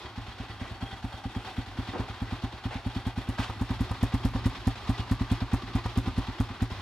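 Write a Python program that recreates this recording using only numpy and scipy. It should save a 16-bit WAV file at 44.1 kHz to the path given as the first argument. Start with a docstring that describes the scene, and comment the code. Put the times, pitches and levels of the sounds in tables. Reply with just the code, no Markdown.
"""On a concrete path, a cold single-cylinder four-stroke idles, heard while walking round it to the silencer.
Each exhaust stroke rings the pipe: a blast when the charge burned, a softer gulp of air when it did not.
Gas hisses and rasps at the outlet, and the valve gear and cases clatter through each cycle.
Late pops and blast echoes knock the silencer shell, while shoes scuff and tap on the path."""
import sys
import numpy as np
from scipy import signal
from scipy.io import wavfile
from scipy.ndimage import uniform_filter1d

SR = 44100
rng = np.random.default_rng(int(sys.argv[2]) if len(sys.argv) > 2 else 0)


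def materialize(psi):
    """Save the field psi as 16-bit PCM at rate SR to the path in sys.argv[1].

    A 1-D psi becomes a single channel; in a 2-D psi each row is a channel.
    """
    bounded = np.clip(np.atleast_2d(psi).T, -1, 1)
    quanta = np.round(bounded * 32767).astype(np.int16)
    wavfile.write(sys.argv[1], SR, quanta)


N = 300321

# Ringing notes of the pipe and silencer. Each row: pitch in Hz, relative level in dB, sign at the outlet
# (1 or -1), time to fade by 60 dB in seconds.
PIPE_MODES = [(52.1, -17.1, 1, .137), (81.4, -17.3, 1, .064), (115.3, -20.3, -1, .2), (153.4, -36, 1, .084),
              (263.8, .9, -1, .0368), (276.9, -4, 1, .0688), (320, -17, 1, .075), (366, -22, -1, .17)]
# The walk round the bike. Each row: time in seconds, strength of a full burn in dB, relative outlet hiss of
# such a burn in dB, relative clatter in dB, place from beside the cases (0) to behind the outlet (1).
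WALK_ROUND = [(0, -6, -61, -47, 0.67), (.85, -5.5, -52, -48, 0), (1.6, -6.5, -65, -45.5, 0),
              (2.0, -4.5, -57, -45, 0.6), (2.75, -5, -61, -46, 0.38), (3.3, -3, -49, -46, 0.13),
              (3.7, 1, -46, -44, 0.58), (4.05, 4, -40, -44.5, 0.72), (5.0, 2.5, -46, -44, 0.84),
              (6.0, 2.5, -44, -44, 0.77), (6.81, 0.5, -48, -45, 0.77)]
# Broad colour of the clatter. Each row: centre in Hz, width of each filter pass in Hz, relative level from
# beside in dB, relative level from behind in dB.
CASE_COLOURS = [(225, 160, -0.5, -21), (313, 146, 0, -5), (511, 390, -4, -4.5), (810, 370, 6, 4.5),
                (1137, 426, 3, 3), (1500, 405, 2.5, -2), (1910, 870, 0, 2), (2640, 990, 0.5, -2),
                (3320, 2300, 0.5, 1), (3940, 2050, -2, 1), (5500, 790, -11, -27), (7160, 2300, -16, -40),
                (9150, 6500, -13, -21), (13000, 9700, -19.5, -19.5)]
# Clatter through one cycle. 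Each row: share of the cycle since the exhaust valve opened (0 to 1),
# relative level in dB.
CYCLE_LEVELS = [(0, 1.5), (.14, 2.5), (.22, -1), (.4, 1.5), (.5, 0), (.75, -1), (.84, -2.5), (.9, 4)]
# Late pops of unburned charge in the silencer. Each row: start in seconds, relative strength in dB.
LATE_POPS = [(2.106, -46), (3.499, -34), (3.915, -28.5), (4.121, -40), (4.361, -32.5), (5.86, -31.5),
             (6.083, -34.5)]
# Exhaust strokes after a burn. Each row: valve opening in seconds, strength in dB.
BURN_STROKES = [(0.1744, -11.5), (0.398, -12), (0.6114, -11), (0.823, -9), (1.04, -8), (1.2521, -8.5),
                (1.361, -7), (1.5786, -6), (1.6732, -23), (1.785, -6.5), (1.8845, -13.5), (1.9946, -6),
                (2.2162, -6), (2.321, -7.5), (2.435, -5.5), (2.6526, -6), (2.7519, -9.5), (2.8602, -5),
                (2.9597, -5.5), (3.0638, -4.5), (3.1733, -6), (3.285, -4.5), (3.3902, -3.5), (3.6096, -2.5),
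                (3.7022, -3), (3.8039, -0.5), (4.026, 1.5), (4.1367, 0.2), (4.2466, 1.5), (4.348, -3),
                (4.455, 1.5), (4.5653, -20), (4.6679, 1.5), (4.8901, 0.7), (5.1096, 1), (5.2074, -1.5),
                (5.3122, 1), (5.4161, -4), (5.53, 1), (5.6316, -14), (5.7487, 0), (5.9709, 0.8),
                (6.071, -3.5), (6.1765, -1.0), (6.2818, -9), (6.398, 0.1), (6.5017, -14), (6.6173, -0.7)]
# Exhaust strokes after a misfire, with air drawn back up the pipe. Each row: valve opening in seconds,
# strength in dB.
MISFIRE_STROKES = [(0.0465, -17.5), (0.278, -15.5), (0.495, -15.5), (0.709, -12), (0.9242, -14),
                   (1.1364, -13.5), (1.4594, -20), (2.0955, -12), (2.5344, -15), (3.492, -9),
                   (3.9058, -3.5), (4.767, -22), (4.992, -3.5), (5.8521, -4.5), (6.7133, -7.5)]
# Covers and fins that ring when the valve gear knocks. Each row: pitch in Hz, time to fade by 60 dB in
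# seconds, relative level from beside in dB, relative level from behind in dB.
FIN_MODES = [(361, 0.045, -3, 0), (783, 0.075, 2, -16.5), (1024, 0.051, -13, 1), (1175, 0.079, -34, 3),
             (1530, 0.16, -32, -12), (1964, 0.078, -5.5, -10), (2488, 0.073, -16, -10.5),
             (2890, 0.2, -27, -12), (3262, 0.047, -3, -8.5), (3610, 0.019, -7, -8),
             (4440, 0.079, -10, -18.5), (5250, 0.059, -32, -10)]
# Ringing notes of the silencer shell. Each row: pitch in Hz, relative level in dB, time to fade by 60 dB
# in seconds.
SHELL_MODES = [(530, -8.5, 0.06), (774, -5.5, 0.054), (946, 0.5, 0.025), (1223, -9, 0.06),
               (1787, -9, 0.036)]
# Shoes dragged on concrete. Each row: start in seconds, relative level in dB, pitch of the scrape in Hz.
SHOE_SCUFFS = [(0.604, -45, 700), (1.933, -36.5, 306), (2.708, -41.5, 706), (3.386, -38, 1030)]
# Heels set down. Each row: start in seconds, relative level in dB, length in seconds.
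HEEL_TAPS = [(0.819, -42.5, 0.031), (3.278, -44.5, 0.025), (3.383, -28, 0.012)]

BLAST_S, GULP_S = .0046, .0063  # length of each pressure pulse, seconds
# hiss lost per dB a burn falls short of full, the most it can lose, and the relative hiss of a gulp
HISS_DB_PER_DB, HISS_LOSS_DB, GULP_HISS_DB = 3, 28, -6
MURMUR_DB_PER_DB = 0.56  # growth of the pipe murmur per dB of a full burn
CRACK_DB, CRACK_S = -17, .0035  # bright crack of a pop against its knock, and its decay time constant
SCUFF_S, GRIT_RATIO, GRIT_DB = .16, 2.78, -2.5  # scuff length; grit pitch and level against the sole
TAP_HZ = 1000
TOP_HZ = 14350  # upper edge of what the microphones pass


def undb(db):
    """Gain of a level in dB."""
    return 10 ** (np.asarray(db) / 20)


def unit(x):
    """Scaled to an average (rms) strength of 1."""
    return x / np.sqrt(np.mean(x ** 2))


def ring(x, hz, t60):
    """One note struck by x, fading by 60 dB in t60 seconds."""
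    pole = np.exp((2j * np.pi * hz - np.log(1000) / t60) / SR)
    return signal.lfilter([1], [1, -pole], x).imag


def band(x, hz, width):
    """Resonance with gain 1 at its centre."""
    return signal.lfilter(*signal.iirpeak(hz, hz / width, fs=SR), x)


def steep(x, hz, width):
    """The same resonance twice, so that little is left far from its centre."""
    return band(band(x, hz, width), hz, width)


def walk(rate):
    """Random wander: about rate new values a second, joined by straight slopes."""
    hold = int(SR / rate)
    steps_held = np.repeat(rng.standard_normal(N // hold + 1), hold)
    return uniform_filter1d(steps_held, hold)[:N]


def grit(scatter_db):
    """Dense small impacts of uneven size."""
    sizes = undb(scatter_db * rng.exponential(size=N))
    return unit(rng.standard_normal(N) * sizes)


def spread(mid, side, share):
    """Two channels that share mid and differ by side."""
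    return (mid + share * side * np.array([[1], [-1]])) / np.sqrt(1 + share ** 2)


def apart(hz):
    """The two microphones agree in the bass and part in the treble."""
    return np.clip((hz / 7000) ** 0.79, .08, .75)


def pulse(n):
    """Smooth push of n samples whose total stays near 1 whatever its length."""
    return np.hanning(n) * 2 / n


def exhaust(full_db, hiss_db):
    """Pressure pulses ring the pipe; the flow at the outlet shapes the hiss and a rasp of the silencer."""
    push, jet = np.zeros(N), np.zeros(N)
    strokes = [(*row, 1, BLAST_S) for row in BURN_STROKES]
    strokes += [(*row, -1, GULP_S) for row in MISFIRE_STROKES]
    murmur_db = MURMUR_DB_PER_DB * full_db
    for s, db, sign, length in sorted(strokes):
        i, n = int(s * SR), int(length * SR)
        push[i:i + n] += sign * undb(db) * pulse(n)

        # a weak burn hisses far less than a full one
        over_db = db - full_db[i]
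        if sign > 0:
            change_db = np.clip(HISS_DB_PER_DB * over_db, -HISS_LOSS_DB, 3)
        else:
            change_db = GULP_HISS_DB + over_db
        # the flow already carries the strength of the stroke, so take it off here
        jet[i:] = undb(hiss_db[i] + change_db - db)

        # the rising piston then shoves out what a weak stroke left in the cylinder
        spent = undb(over_db) if sign > 0 else 0
        left_over = np.clip(1 - spent, 0, 1)
        j, n = int((s + length + 0.011) * SR), int(0.015 * SR)
        push[j:j + n] += left_over * undb(murmur_db[i] - 13) * pulse(n)

    # eddies in the pipe keep its notes murmuring
    eddies = undb(murmur_db - 56 + 4.5 * walk(11)) * steep(rng.standard_normal(N), 81, 104)
    boom = sum(sign * undb(db) * ring(push + eddies, hz, t60) for hz, db, sign, t60 in PIPE_MODES)

    # gas leaving the outlet hisses more than air drawn back in
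    swing = signal.sosfilt(signal.butter(2, 60, "high", fs=SR, output="sos"), boom)
    flow = uniform_filter1d(np.where(swing > 0, swing, -.6 * swing), size=120)
    hiss = undb(28.0) * steep(rng.standard_normal((2, N)), 5300, 13000) * flow * jet
    hiss = spread(*hiss, 0.4) * undb([[.6], [-.6]])  # a little stronger on the left

    # the rasp follows one pipe round trip later
    late_flow = np.roll(flow, int(0.0055 * SR))
    rasp = undb(-4) * steep(rng.standard_normal(N) * late_flow, 850, 890)
    return boom + rasp + hiss


def clatter(t, db, behind):
    """Valve gear, chain and piston knock the cases, hardest just before the exhaust valve opens."""
    opens = np.sort([row[0] for row in BURN_STROKES + MISFIRE_STROKES])
    phase = np.interp(t, opens, np.arange(len(opens))) % 1
    beat_db = np.interp(phase, *np.transpose(CYCLE_LEVELS), period=1) + 1.62 * walk(30)
    wash, bells = 0, 0
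    for hz, width, beside_db, behind_db in CASE_COLOURS:
        tone = unit(steep(np.array([grit(1.36), grit(1.0)]), hz, width))
        colour_db = beside_db + behind * (behind_db - beside_db) + 1.34 * walk(25)
        wash = wash + undb(colour_db) * spread(*tone, apart(hz))
    for hz, t60, beside_db, behind_db in FIN_MODES:
        # each part is struck in its own short flurries
        flurry_db = 8.4 * np.tanh(0.54 * walk(60)) + 2.07 * np.clip(beat_db, -9, 4)
        flurry = undb(flurry_db) * rng.standard_normal((2, N))
        colour_db = beside_db + behind * (behind_db - beside_db)
        bells = bells + undb(colour_db) * spread(*unit(ring(flurry, hz, t60)), apart(hz))
    return undb(db) * (undb(beat_db) * unit(wash) + undb(-3.0) * unit(bells))


def pops():
    """Late burns, and the steepened echo of each blast, strike the silencer shell."""
    # a stronger blast steepens more on its way back down the pipe
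    echoes = [(s + .0095, 1.62 * db - 34.0) for s, db in BURN_STROKES]
    hits = np.array(LATE_POPS + echoes)
    at = (hits[:, 0] * SR).astype(int)
    # every hit stirs the notes of the shell in its own mixture
    mix_db = hits[:, 1:] + 3.6 * rng.standard_normal((len(hits), len(SHELL_MODES)))
    kicks = np.zeros((len(SHELL_MODES), N))
    kicks[:, at] = undb(mix_db).T
    knock = sum(undb(db) * ring(kick, hz, t60) for kick, (hz, db, t60) in zip(kicks, SHELL_MODES))

    # only the late pops add a bright crack
    count = len(LATE_POPS)
    starts = np.zeros(N)
    starts[at[:count]] = undb(hits[:count, 1] + CRACK_DB)
    fade = signal.lfilter([1], [1, -np.exp(-1 / (CRACK_S * SR))], starts)
    crack = fade * steep(rng.standard_normal((2, N)), 7000, 11000)
    return knock + spread(*crack, .4)


def steps(t):
    """A sole drags, with finer grit above it, or a heel taps: a sudden start and a fading scrape."""
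    sounds = [(s, db, length, TAP_HZ) for s, db, length in HEEL_TAPS]
    for s, db, hz in SHOE_SCUFFS:
        sounds.append((s, db, SCUFF_S, hz))
        sounds.append((s, db + GRIT_DB, SCUFF_S, GRIT_RATIO * hz))
    out = 0
    for s, db, length, hz in sounds:
        scrape = unit(steep(np.array([grit(1.6), grit(1.7)]), hz, hz))
        scrape = scrape * undb(2 * walk(80))
        start = np.clip((t - s) / 0.00082, 0, 1)
        fade = np.exp(-3 * (np.maximum(t - s, 0) / length) ** 2)  # down to 5 % after one length
        out = out + undb(db) * start * fade * spread(*scrape, 0.34)
    return out


def scene():
    """Everything that reaches the two microphones."""
    t = np.arange(N) / SR
    s, *columns = np.transpose(WALK_ROUND)
    full_db, hiss_db, clatter_db, behind = (np.interp(t, s, c) for c in columns)
    engine = exhaust(full_db, hiss_db) + clatter(t, clatter_db, np.clip(behind, 0, 1))
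    return engine + pops() + steps(t)


def record(dry):
    """Both microphones lose the deep bass, the left one more; the top is cut."""
    left, right = signal.sosfilt(signal.butter(2, 57.6, "high", fs=SR, output="sos"), dry)
    left = undb(-0.13) * signal.lfilter(*signal.butter(1, 30, "high", fs=SR), left)
    right = np.roll(right, 1)  # its port lies about a centimetre further off
    return signal.sosfilt(signal.ellip(10, .2, 60, TOP_HZ, fs=SR, output="sos"), [left, right])


dry = scene()
out = record(dry)
materialize(out)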